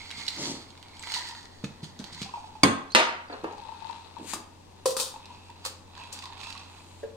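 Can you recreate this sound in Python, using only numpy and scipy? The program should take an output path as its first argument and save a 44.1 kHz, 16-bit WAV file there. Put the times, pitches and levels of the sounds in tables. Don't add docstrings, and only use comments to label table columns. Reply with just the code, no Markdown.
import sys
import numpy as np
from scipy import signal
from scipy.fft import rfft, irfft, next_fast_len
from scipy.io import wavfile
from scipy.ndimage import map_coordinates

SR = 44100
rng = np.random.default_rng(int(sys.argv[2]) if len(sys.argv) > 2 else 0)


def how_loud(loudness_db):
    steps = np.asarray(loudness_db, float) / 20
    return 10 ** steps


def store_wav(level_fs):
    pcm = np.round(np.clip(np.atleast_2d(level_fs), -1, 1) * 32767)
    wavfile.write(sys.argv[1], SR, pcm.T.astype(np.int16))


N = 315742

# pitch_hz, width_hz, level_db
LIDDED_WALL = [(3320, 73, 0), (4370, 250, 5), (4910, 24, 0), (6700, 56, -5)]
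# pitch_hz, width_hz, level_db
CUP_AIR = [(904, 140, -0.5), (1268, 35, -27.5), (2600, 115, -28.5), (3980, 750, 1.5)]
# pitch_hz, level_db (per Hz)
ICE_CRACKLE = [(710, -53), (1200, -8.5), (1900, -11.3), (3510, -2), (4700, 0), (5410, -8), (8910, -13.5),
               (16000, -40)]
# time_s, pitch_hz
WALL_PITCH = [(0, 2180), (.4, 2070), (1.0, 2214), (1.2, 1918), (1.55, 1850), (2.2, 2000), (2.24, 2600)]
# start_s, peak_db, pitch_hz
CLACKS = [(1.07, -33.5, 950), (1.164, -28.5, 947), (1.324, -36, 931), (2.259, -34, 787),
          (2.29, -36.5, 1060), (2.338, -22, 921), (2.357, -29, 914), (2.372, -30.5, 830), (2.442, -31, 883),
          (2.552, -34, 877), (3.48, -36, 950), (3.508, -35, 900), (3.545, -39, 880), (3.579, -37, 850),
          (3.595, -41, 880), (3.648, -40, 900), (3.668, -41, 880), (1.205, -35, 950), (1.295, -38, 950),
          (5.998, -38, 900), (6.014, -37, 1000), (6.3, -38, 920), (6.412, -38, 900), (6.47, -37, 950),
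          (6.49, -39, 950), (3.529, -34, 862), (3.621, -37, 900), (3.689, -30.5, 903), (3.721, -35, 911),
          (3.747, -39, 904), (3.821, -36, 908), (3.85, -33, 906), (3.896, -31, 923), (4.056, -39.5, 904),
          (4.166, -36, 931), (4.18, -35, 910), (5.023, -32, 1050), (5.118, -38, 900), (5.14, -33, 870),
          (5.159, -34, 924), (5.302, -36, 970), (5.495, -38.5, 924), (5.976, -38, 992),
          (6.234, -36.5, 1055), (6.256, -34, 986), (6.434, -38, 917), (6.552, -37, 1103)]
# start_s, peak_db, pitch_hz
LID_TICKS = [(0.105, -31, 2140), (0.1122, -27, 3900), (0.2659, -30, 5270), (0.253, -38, 6300),
             (0.304, -31, 4000), (0.362, -33, 4300), (1.2712, -33, 4010), (1.174, -28, 4300),
             (1.188, -30, 7500), (1.218, -32, 3900), (1.4109, -41, 3830), (1.4289, -39, 4730),
             (0.2803, -19, 4010), (0.2855, -22, 4090), (0.7045, -41, 4150), (0.7771, -42, 2190),
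             (0.8278, -38.5, 2030), (0.883, -41, 4170), (0.9677, -39, 3160), (0.9938, -37, 8200),
             (1.0263, -30, 4600), (1.0364, -30, 2250), (1.0715, -29.5, 2200), (1.1199, -21.5, 4390),
             (1.1395, -19, 4510), (1.1455, -19, 4170), (1.1605, -24, 4050), (1.1934, -26.5, 1890),
             (1.288, -29, 4890), (1.3104, -33, 3640), (1.35, -35, 1870), (1.455, -35, 1850),
             (1.6435, -27, 2520), (1.8431, -33.5, 4590), (1.9907, -33, 5950), (2.0417, -28.5, 4400),
             (2.147, -30, 4350), (2.2168, -26, 3320), (2.2293, -25.5, 3970)]
# start_s, peak_db, pitch_hz
OPEN_TICKS = [(2.9202, -36, 6500), (5.9522, -42, 2500), (5.978, -38, 1600), (6.3323, -40, 2570),
              (6.3777, -39, 2560), (6.402, -38, 4500), (6.44, -32, 4200), (6.47, -33, 3500),
              (6.551, -36, 2000), (6.594, -40, 6000), (3.4396, -36, 2700), (3.5808, -44.5, 4710),
              (3.525, -44, 5000), (3.617, -45, 4900), (3.9094, -42.5, 2660), (4.1845, -43, 3320),
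              (5.2565, -37, 3680), (5.5014, -40.5, 2700), (6.0364, -37, 3320), (6.073, -41, 2720),
              (6.1895, -30.5, 4800), (6.2236, -32, 2700), (6.2392, -29.5, 3900), (6.2561, -30.5, 2590),
              (6.4125, -33.5, 3950), (6.4335, -33, 2518), (6.5038, -29, 2670), (6.5262, -31, 4000),
              (6.577, -34, 4150)]
# start_s, peak_db, pitch_hz, die_away_s (to -60 dB)
TINKS = [(.993, -36, 7700, .04), (.994, -38, 8500, .03), (3.442, -40, 4500, .03), (2.903, -36, 4100, .06),
         (2.909, -44, 6150, .05), (2.921, -34, 4370, .06), (2.932, -38, 4900, .04), (3.283, -43, 4700, .04),
         (3.311, -40, 1700, .04), (3.312, -48, 4700, .05), (3.326, -34, 4250, .06), (3.328, -45, 3700, .04),
         (3.405, -50, 4200, .05)]
# time_s, left_over_right_db
CUP_PLACE = [(0.0, -6.5), (3.19, -3), (3.89, 16.5), (4.31, 3), (6.24, -6), (7.16, -8.5)]


def ice():
    air_gain, wall_gain, crackle_gain = stirring()
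    now = np.arange(N) / SR
    air = resonant(dull(grains(170, 3.5, bed=0.8), hz=2500), CUP_AIR)
    cup = pair(air_gain * air, lag=4.2, pan_db=2)

    phase = 2 * np.pi * np.cumsum(np.interp(now, *np.transpose(WALL_PITCH))) / SR
    shake_a = dull(grains(90, 5.8, bed=0.35), hz=165)
    shake_b = dull(grains(90, 5.8, bed=0.35), hz=165)
    wall = unit(shake_a * np.cos(phase) + shake_b * np.sin(phase))
    cup += pair(wall_gain * wall, lag=1)

    lid_on = now < 2.25
    lidded = 0.73 * lid_on * resonant(grains(260, 2.1, bed=0.49), LIDDED_WALL)
    crackle = coloured(grains(750, 2.5, bed=1.3), ICE_CRACKLE)
    cup += pair(crackle_gain * (lidded + crackle), lag=6.4)

    t = np.arange(SR // 16) / SR
    for start_s, db, hz in CLACKS:
        modes = [(hz, 0.5, 0.05), (2.85 * hz, -17, 0.03)]
        left_right_gain = how_loud(db + np.array([[3], [0]]))
        add(cup, start_s, left_right_gain * ring(modes, t, 0.002, skew_db=-2))
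    for start_s, db, hz in LID_TICKS + OPEN_TICKS:
        modes = [(hz, 0, 0.03), (0.72 * hz, -7, 0.025), (1.37 * hz, -7, 0.025)]
        steel = ring(modes, t, 0.00031, skew_db=4, rough=0.3)
        snap = 0.27 + 0.45 * how_loud(-60 * t / 0.005)
        chip = puff(ICE_CRACKLE, t, 0.03, alike_share=0.55) * snap
        add(cup, start_s, how_loud(db) * (0.4 * steel + chip))
    for start_s, db, hz, t60 in TINKS:
        add(cup, start_s, how_loud(db) * ring([(hz, 0, t60)], t, 0.002, rough=0.05))
    place_db = np.interp(now, *np.transpose(CUP_PLACE))
    return cup * how_loud(np.outer([0.5, -0.5], place_db))


# time_s, level_db
SWIRL = [(0, -58), (.45, -55), (.7, -60), (1.2, -55), (1.55, -63), (2.19, -56), (2.9, -66), (3.3, -57),
         (3.45, -56), (4.28, -56), (4.5, -68), (5.15, -55), (5.9, -62), (6.0, -49), (6.15, -57),
         (6.44, -50), (6.75, -57), (7.16, -66)]
# peak_s, crackle_db, rise_s (per 20 dB), fall_s (per 20 dB), wall_db
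SURGES = [(0, -50, .1, .15, -54), (.2, -49, .3, .3, -49), (.46, -35.5, .22, .14, -55),
          (1.1, -46, .2, .05, -52), (1.152, -37, .08, .24, -43), (1.656, -54, .03, .07, -74),
          (1.84, -49, .02, .06, -68), (2.19, -50, .25, .4, -58), (3.32, -66, .02, .1, -76),
          (4.3, -44, .04, .06, -68), (5.3, -57, .05, .2, -62), (5.66, -37, .02, .065, -78),
          (6.0, -54, .04, .12, -57), (6.124, -46, .01, .17, -66), (6.442, -48, .08, .27, -54)]


def stirring():
    swirl = how_loud(np.interp(np.arange(N) / SR, *np.transpose(SWIRL)))
    shapes = np.array([swell(peak_s, 0, rise, fall) for peak_s, _, rise, fall, _ in SURGES])
    _, crackle_db, _, _, wall_db = np.transpose(SURGES)
    crackle, wall = how_loud([crackle_db, wall_db]) @ shapes
    clump_db = 3 * map_coordinates(rng.standard_normal(N // 100), [np.arange(N) * 30 / SR])
    crackle_gain = unit(how_loud(clump_db)) * (crackle + how_loud(-11) * swirl)
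    return swirl + how_loud(-13) * crackle, wall + how_loud(-12) * swirl, crackle_gain


# start_s, peak_db
LID_DOWN = [(2.6332, -6)]
# pitch_hz, level_db, die_away_s (to -60 dB)
LID_NOTES = [(1080, -10, 0.09), (2212, -5, 0.09), (3320, -5, 0.022), (4380, -18, .06), (4850, -1.5, 0.055),
             (6370, -16, .05), (6620, -12, 0.028), (8533, -6, 0.035), (10200, -17, 0.09), (10940, -28, .1),
             (12100, -26, .1), (14100, -30, .07)]
# pitch_hz, level_db (per Hz)
LID_BURST = [(60, -18), (260, -3), (500, -8), (1200, -9), (2500, -15), (5600, -25), (9300, -38),
             (16000, -85)]
# start_s, peak_db, dull_above_hz
KNOCKS = [(2.949, -14, 15300), (2.9545, -21, 9000), (2.9605, -22, 12000), (2.976, -26, 6000),
          (2.986, -26, 5000), (2.994, -23, 6000), (3.0, -20.5, 5000), (3.03, -28, 5000), (3.09, -29, 3000),
          (3.297, -25, 750), (3.322, -30, 1000), (3.335, -28, 1100), (3.442, -22, 900), (3.485, -31, 700)]
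# pitch_hz, level_db, die_away_s (to -60 dB)
KNOCK_NOTES = [(362, -7, 0.3), (517, -4, 0.3), (629, -7, 0.25), (715, -6, .25), (933, 2.5, 0.3),
               (1228, -2.5, .3), (1366, -2.5, .25), (1762, -5, .25), (1904, -4, 0.4), (2696, -1.5, 0.35),
               (3400, -7, 0.35), (4081, -10, .15), (4834, -9, 0.3), (6132, -5, .2)]
# pitch_hz, level_db (per Hz)
KNOCK_BURST = [(100, -38), (200, -19), (357, -12), (800, -7), (2600, -8), (8220, -22), (13700, -32),
               (16000, -78)]
# pitch_hz, level_db, die_away_s (to -60 dB)
TABLE_NOTES = [(92, -5, 0.25), (146, -9, 0.19), (190, -12, 0.3), (234, -10, 0.38), (274, -3, 0.22),
               (336, -14, .15), (418, -9, 0.16), (518, -14, .12), (732, -12, 0.08)]


def blows():
    out = np.zeros((2, N))
    t = np.arange(SR // 3) / SR
    for start_s, db in LID_DOWN:
        table = ring(TABLE_NOTES, t, 0.00082, rough=0.015)
        lid = ring(LID_NOTES, t, 0.0012, rough=0.1) * (1 + 2.2 * how_loud(-60 * t / 0.03))
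        burst = puff(LID_BURST, t, 0.11, alike_share=0.72)
        add(out, start_s, how_loud(db - 5.5) * (table + lid) + how_loud(db - 6) * burst)
    t = t[:SR // 5]
    for start_s, db, hz in KNOCKS:
        hardness = hz / 15000
        steel = how_loud(-9) * np.sqrt(hardness) * ring(KNOCK_NOTES, t, 0.00036, rough=0.06)
        crack = 0.7 + 2.8 * how_loud(-60 * t / 0.03)
        burst = puff(KNOCK_BURST, t, 0.12, alike_share=0.81) * crack
        table = how_loud(-2.5) * hardness ** 2 * ring(TABLE_NOTES[3:4], t, 0.003, rough=0.01)
        shape = (1 - np.exp(-t * hz / 3)) * (1 - t / t[-1])
        add(out, start_s, how_loud(db) * dull((steel + burst + table) * shape, hz))
    return out


# start_s, peak_db, cup_body_db, cup_air_db, cup_air_hz
STRAINER_TOUCHES = [(4.334, -27, -53, -26.5, 1150), (4.857, -22.5, -19, -22, 930),
                    (4.9661, -23.5, -34, -27, 1250), (4.989, -30, -50, -33, 1100),
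                    (4.998, -20.5, -37, -31, 970), (4.905, -31, -45, -38, 950),
                    (5.6503, -28.5, -57, -30, 1200), (5.6594, -31.5, -42, -38, 1150),
                    (6.126, -33, -57, -55, 1020)]
# pitch_hz, level_db, die_away_s (to -60 dB)
CUP_NOTES = [(518, -0.5, 0.14), (472, -8, 0.14)]
# pitch_hz, level_db, die_away_s (to -60 dB)
COIL_NOTES = [(2600, -1, 0.05), (3800, -3, 0.11), (4770, 3, 0.084), (5940, 1, 0.058), (7300, 5, 0.065),
              (9000, -4, .12)]
# pitch_hz, level_db (per Hz)
COIL_SHIVER = [(710, -19), (1200, -2.5), (2010, -21), (3710, 3.5), (5890, 0.5), (9030, 1), (15500, -9),
               (16500, -29)]
# peak_s, level_db, rise_s (per 20 dB), fall_s (per 20 dB), hold_s
COIL_LIFT = (4.29, -43, .06, .045, .048)
# peak_s, level_db, rise_s (per 20 dB), fall_s (same), hold_s
SLEEVE_BRUSH = (6.7, -66, .1, .15, .3)
# pitch_hz, level_db (per Hz)
DRAG_TONE = [(710, -40), (1200, -15), (1920, -9), (4780, -7), (5450, -16), (6940, -5.5), (14800, -21),
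             (16500, -47)]


def strainer():
    sliding = swell(*COIL_LIFT) + swell(*SLEEVE_BRUSH)
    out = pair(sliding * coloured(grains(1200, 3, bed=1.1), DRAG_TONE), lag=2.7, pan_db=11.5)
    t = np.arange(SR // 4) / SR
    for start_s, db, body_db, air_db, air_hz in STRAINER_TOUCHES:
        shiver_s = 0.26 if db > -25 else 0.11
        turns = ring(COIL_NOTES, t, 0.0006, rough=0.2)
        shiver = puff(COIL_SHIVER, t, shiver_s, alike_share=0.4) * (1 - np.exp(-t / 0.00033))
        body = ring(CUP_NOTES, t, 0.0015, rough=0.041)
        air_notes = [(0.8 * air_hz, -6, 0.04), (air_hz, 0, 0.04), (1.15 * air_hz, -6, 0.03)]
        air = ring(air_notes, t, 0.00064, rough=0.9)
        coil = 0.29 * turns + 0.56 * shiver
        add(out, start_s, how_loud(db) * coil + how_loud(body_db + 4) * body + how_loud(air_db + 1.5) * air)
    return out


# start_s, peak_db
GLASS_DOWN = (7.031, -27.5)
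# pitch_hz, level_db, die_away_s (to -60 dB)
GLASS_NOTES = [(450, 0.5, 0.17), (544, -1.5, 0.11), (1620, -18, 0.09), (1780, -16.5, 0.051)]


def glass():
    out = np.zeros((2, N))
    t = np.arange(SR // 4) / SR
    start_s, db = GLASS_DOWN
    add(out, start_s, how_loud(db) * ring(GLASS_NOTES, t, 0.0017, rough=0.1))
    return out


# start_s, peak_db, pitch_hz,
# die_away_s (to -60 dB), rustle_db
JOLTS = [(0.178, -39.5, 207, 0.11, -30), (1.639, -19.5, 210, 0.054, -34), (1.83, -29, 150.5, 0.12, -35),
         (1.996, -30.5, 202, 0.11, -35), (2.124, -41, 167, 0.21, -33), (2.216, -25, 208, 0.06, -27),
         (3.436, -29, 331, 0.05, -59), (3.4425, -20, 440, .04, -59)]
# peak_s, level_db, rise_s (per 20 dB), hold_s, fall_s (per 20 dB)
RUBS = [(.39, -37.5, .03, .12, .1), (4.195, -45, .02, .05, .04), (4.335, -42, .03, 0.001, .09)]
# pitch_hz, width_hz, level_db
RUB_BODY = [(244, 125, 9.5), (460, 12, 3)]
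# pitch_hz, level_db (per Hz)
SWISH_TONE = [(710, -20), (1200, -8), (1470, -22), (3200, -6), (4700, 1), (6000, 0.5), (9000, -13),
              (16000, -38)]


def hands():
    out = np.zeros((2, N))
    t = np.arange(SR // 4) / SR
    for start_s, db, hz, t60, rustle_db in JOLTS:
        modes = [(0.76 * hz, -5, t60), (hz, 0, t60), (1.2 * hz, -3, 0.67 * t60), (2.0 * hz, -8, 0.49 * t60)]
        thud = ring(modes, t, 0.0015, rough=0.14)
        rustle = puff(ICE_CRACKLE, t, 0.084, alike_share=0.31) * (1 - np.exp(-t / 0.003))
        add(out, start_s, how_loud(db) * thud + how_loud(rustle_db - 6) * rustle)
    rubs = [swell(peak_s, db, rise, fall, hold) for peak_s, db, rise, hold, fall in RUBS]
    swish = how_loud(-0.5) * coloured(grains(1500, 3, bed=1.2), SWISH_TONE)
    out += pair(rubs[0] * swish, lag=4, pan_db=0.5)
    rubbing = resonant(dull(grains(150, 1, bed=0.88), hz=850), RUB_BODY)
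    return out + pair(sum(rubs) * rubbing, lag=0.058)


# pitch_hz, die_away_s (to -60 dB)
ROOM_DECAY = [(150, 0.28), (1000, 0.55), (4000, 0.4), (12000, 0.24)]
# pitch_hz, likeness (1 = same)
ECHO_ALIKE = [(100, 1), (400, 0.77), (1500, 0.2), (8000, 0.15)]


def kitchen(x):
    out, hop = np.zeros((2, N)), SR // 3
    for start in range(0, N, hop):
        hz, t, noise = signal.stft(rng.standard_normal((2, SR * 2 // 3)), SR, nperseg=256)
        decay = how_loud(-60 * t / along(ROOM_DECAY, hz)[:, None])
        shaped = noise * decay * alike(ECHO_ALIKE, hz)[..., None]
        mid, side = signal.istft(shaped, SR, nperseg=256)[1]
        tail = np.array([mid + side, mid - side])
        tail = tail / np.linalg.norm(tail[0])
        piece = x[:, start:start + hop].mean(0)[None]
        add(out, start / SR + 0.004, signal.fftconvolve(piece, tail, axes=1))
    return out


# pitch_hz, level_db (per Hz)
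AIR_TONE = [(25, 0), (50, -8), (250, -4), (669, -12), (902, -7), (1360, -22), (4730, -22.5), (16500, -39)]
# pitch_hz, likeness (1 = same)
AIR_ALIKE = [(60, 0.24), (240, 0.9), (950, -0.81), (3770, -2.06), (15000, -1.7)]


def background():
    now = np.arange(N) / SR
    noise = rng.standard_normal((2, N))
    mid, side = filtered(noise, lambda hz: how_loud(along(AIR_TONE, hz)) * alike(AIR_ALIKE, hz))
    air = how_loud(-53.5) * unit(np.array([mid + side, mid - side]))
    drift = map_coordinates(rng.standard_normal(80), [np.linspace(0, 79, N)])
    load = np.clip((now - 5.3) / 0.2, 0, 1)
    hum_gain = how_loud(-54.5 + 2.5 * load + 0.73 * drift)
    hum = hum_gain * np.sin(2 * np.pi * 89.2 * now + 0.22 * drift)
    return (air + hum) * how_loud([[1.5], [-1.5]])


def unit(x):
    return x / np.sqrt(np.mean(x ** 2) + 1e-20)


def along(points, hz):
    f, v = np.transpose(points)
    return np.interp(np.log(hz + 1), np.log(f + 1), v)


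def filtered(x, response):
    m = next_fast_len(x.shape[-1] + 8192)
    spectrum = rfft(x, m) * response(np.fft.rfftfreq(m, 1 / SR))
    return irfft(spectrum, m)[..., :x.shape[-1]]


def resonant(x, peaks):
    def response(f):
        total = 0
        for k, (centre, width, db) in enumerate(peaks):
            loss = 1j * f * width
            total = total + (-1) ** k * how_loud(db) * loss / (centre * centre - f * f + loss)
        return total
    return unit(filtered(x, response))


def coloured(x, spectrum):
    return unit(filtered(x, lambda hz: how_loud(along(spectrum, hz))))


def dull(x, hz):
    return filtered(x, lambda f: 1 / (1 + 1j * f / hz) ** 2)


def grains(rate, spread_db, bed):
    hit, size = rng.random(N), rng.exponential(size=N)
    noise = rng.standard_normal((2, N))
    impacts = (hit < rate / SR) * how_loud(spread_db * np.minimum(size, 2.5)) * np.sign(noise[0])
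    return unit(impacts) + bed * noise[1]


def pair(x, lag, pan_db=0):
    delayed = filtered(x, lambda hz: np.exp(-1j * np.pi * np.outer([lag, -lag], hz) / SR))
    return delayed * how_loud([[pan_db / 2], [-pan_db / 2]])


def ring(modes, t, attack, skew_db=2, rough=0.058):
    out = 0
    for hz, db, t60 in modes:
        size, turn = rng.standard_normal((2, 2, 1)) * np.clip(hz / 1500, 0, 1)
        wander = np.cumsum(rng.standard_normal(len(t))) * np.sqrt(rough * hz / SR)
        tone = np.sin(2 * np.pi * hz * t + 1.11 * turn + wander)
        out = out + how_loud(db + skew_db * size - 60 * t / t60) * tone
    return out * (1 - np.exp(-t / attack))


def puff(spectrum, t, t60, alike_share):
    noise = rng.standard_normal((3, len(t)))
    sides = noise[:2] * np.sqrt(1 - alike_share) + noise[2] * np.sqrt(alike_share)
    return coloured(sides, spectrum) * how_loud(-60 * t / t60)


def alike(likeness, hz):
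    turn = np.arccos(np.clip(along(likeness, hz), 0, 1)) / 2
    return np.array([np.cos(turn), np.sin(turn)])


def swell(peak_s, db, rise, fall, hold=0):
    t = np.arange(N) / SR - peak_s
    steps_down = np.maximum(-t / rise, (t - hold) / fall)
    return how_loud(db - 20 * np.maximum(steps_down, 0))


def add(out, start_s, sound):
    part = out[:, round(start_s * SR):][:, :sound.shape[1]]
    part += sound[:, :part.shape[1]]


def scene():
    near = ice() + hands() + strainer() + glass()
    hard = blows()
    near = near + kitchen(how_loud(-4.5) * near)
    hard = hard + kitchen(how_loud(-1.4) * hard)
    events = near + pair(hard, lag=10.7)
    return filtered(events, lambda hz: (1j * hz / (65 + 1j * hz)) ** 4) + background()


def low_pass(x):
    return signal.sosfilt(signal.butter(12, 16800, fs=SR, output="sos"), x)


# pitch_hz, left_over_right_db
MICROPHONES = [(100, -3), (700, 1), (4000, -1.5), (8500, 8.5), (15000, -4)]


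def record(dry):
    def microphone(hz):
        sides = how_loud(np.outer([0.5, -0.5], along(MICROPHONES, hz)))
        return sides * (hz < 15900) * how_loud(-3 * (hz > 9600))
    x = filtered(dry, microphone)
    hold = np.exp(-1 / (0.12 * SR))
    loudness = signal.lfilter([1 - hold], [1, -hold], np.abs(x).mean(0))
    bass = filtered(x, lambda hz: 1 / (1 + (hz / 120) ** 6))
    x = (x - bass) / (1 + loudness / 0.2) + bass / (1 + loudness / 0.08)
    mix = x / (1 + np.abs(x) ** 6) ** (1 / 6)
    return low_pass(mix)


dry = scene()
out = record(dry)
store_wav(out)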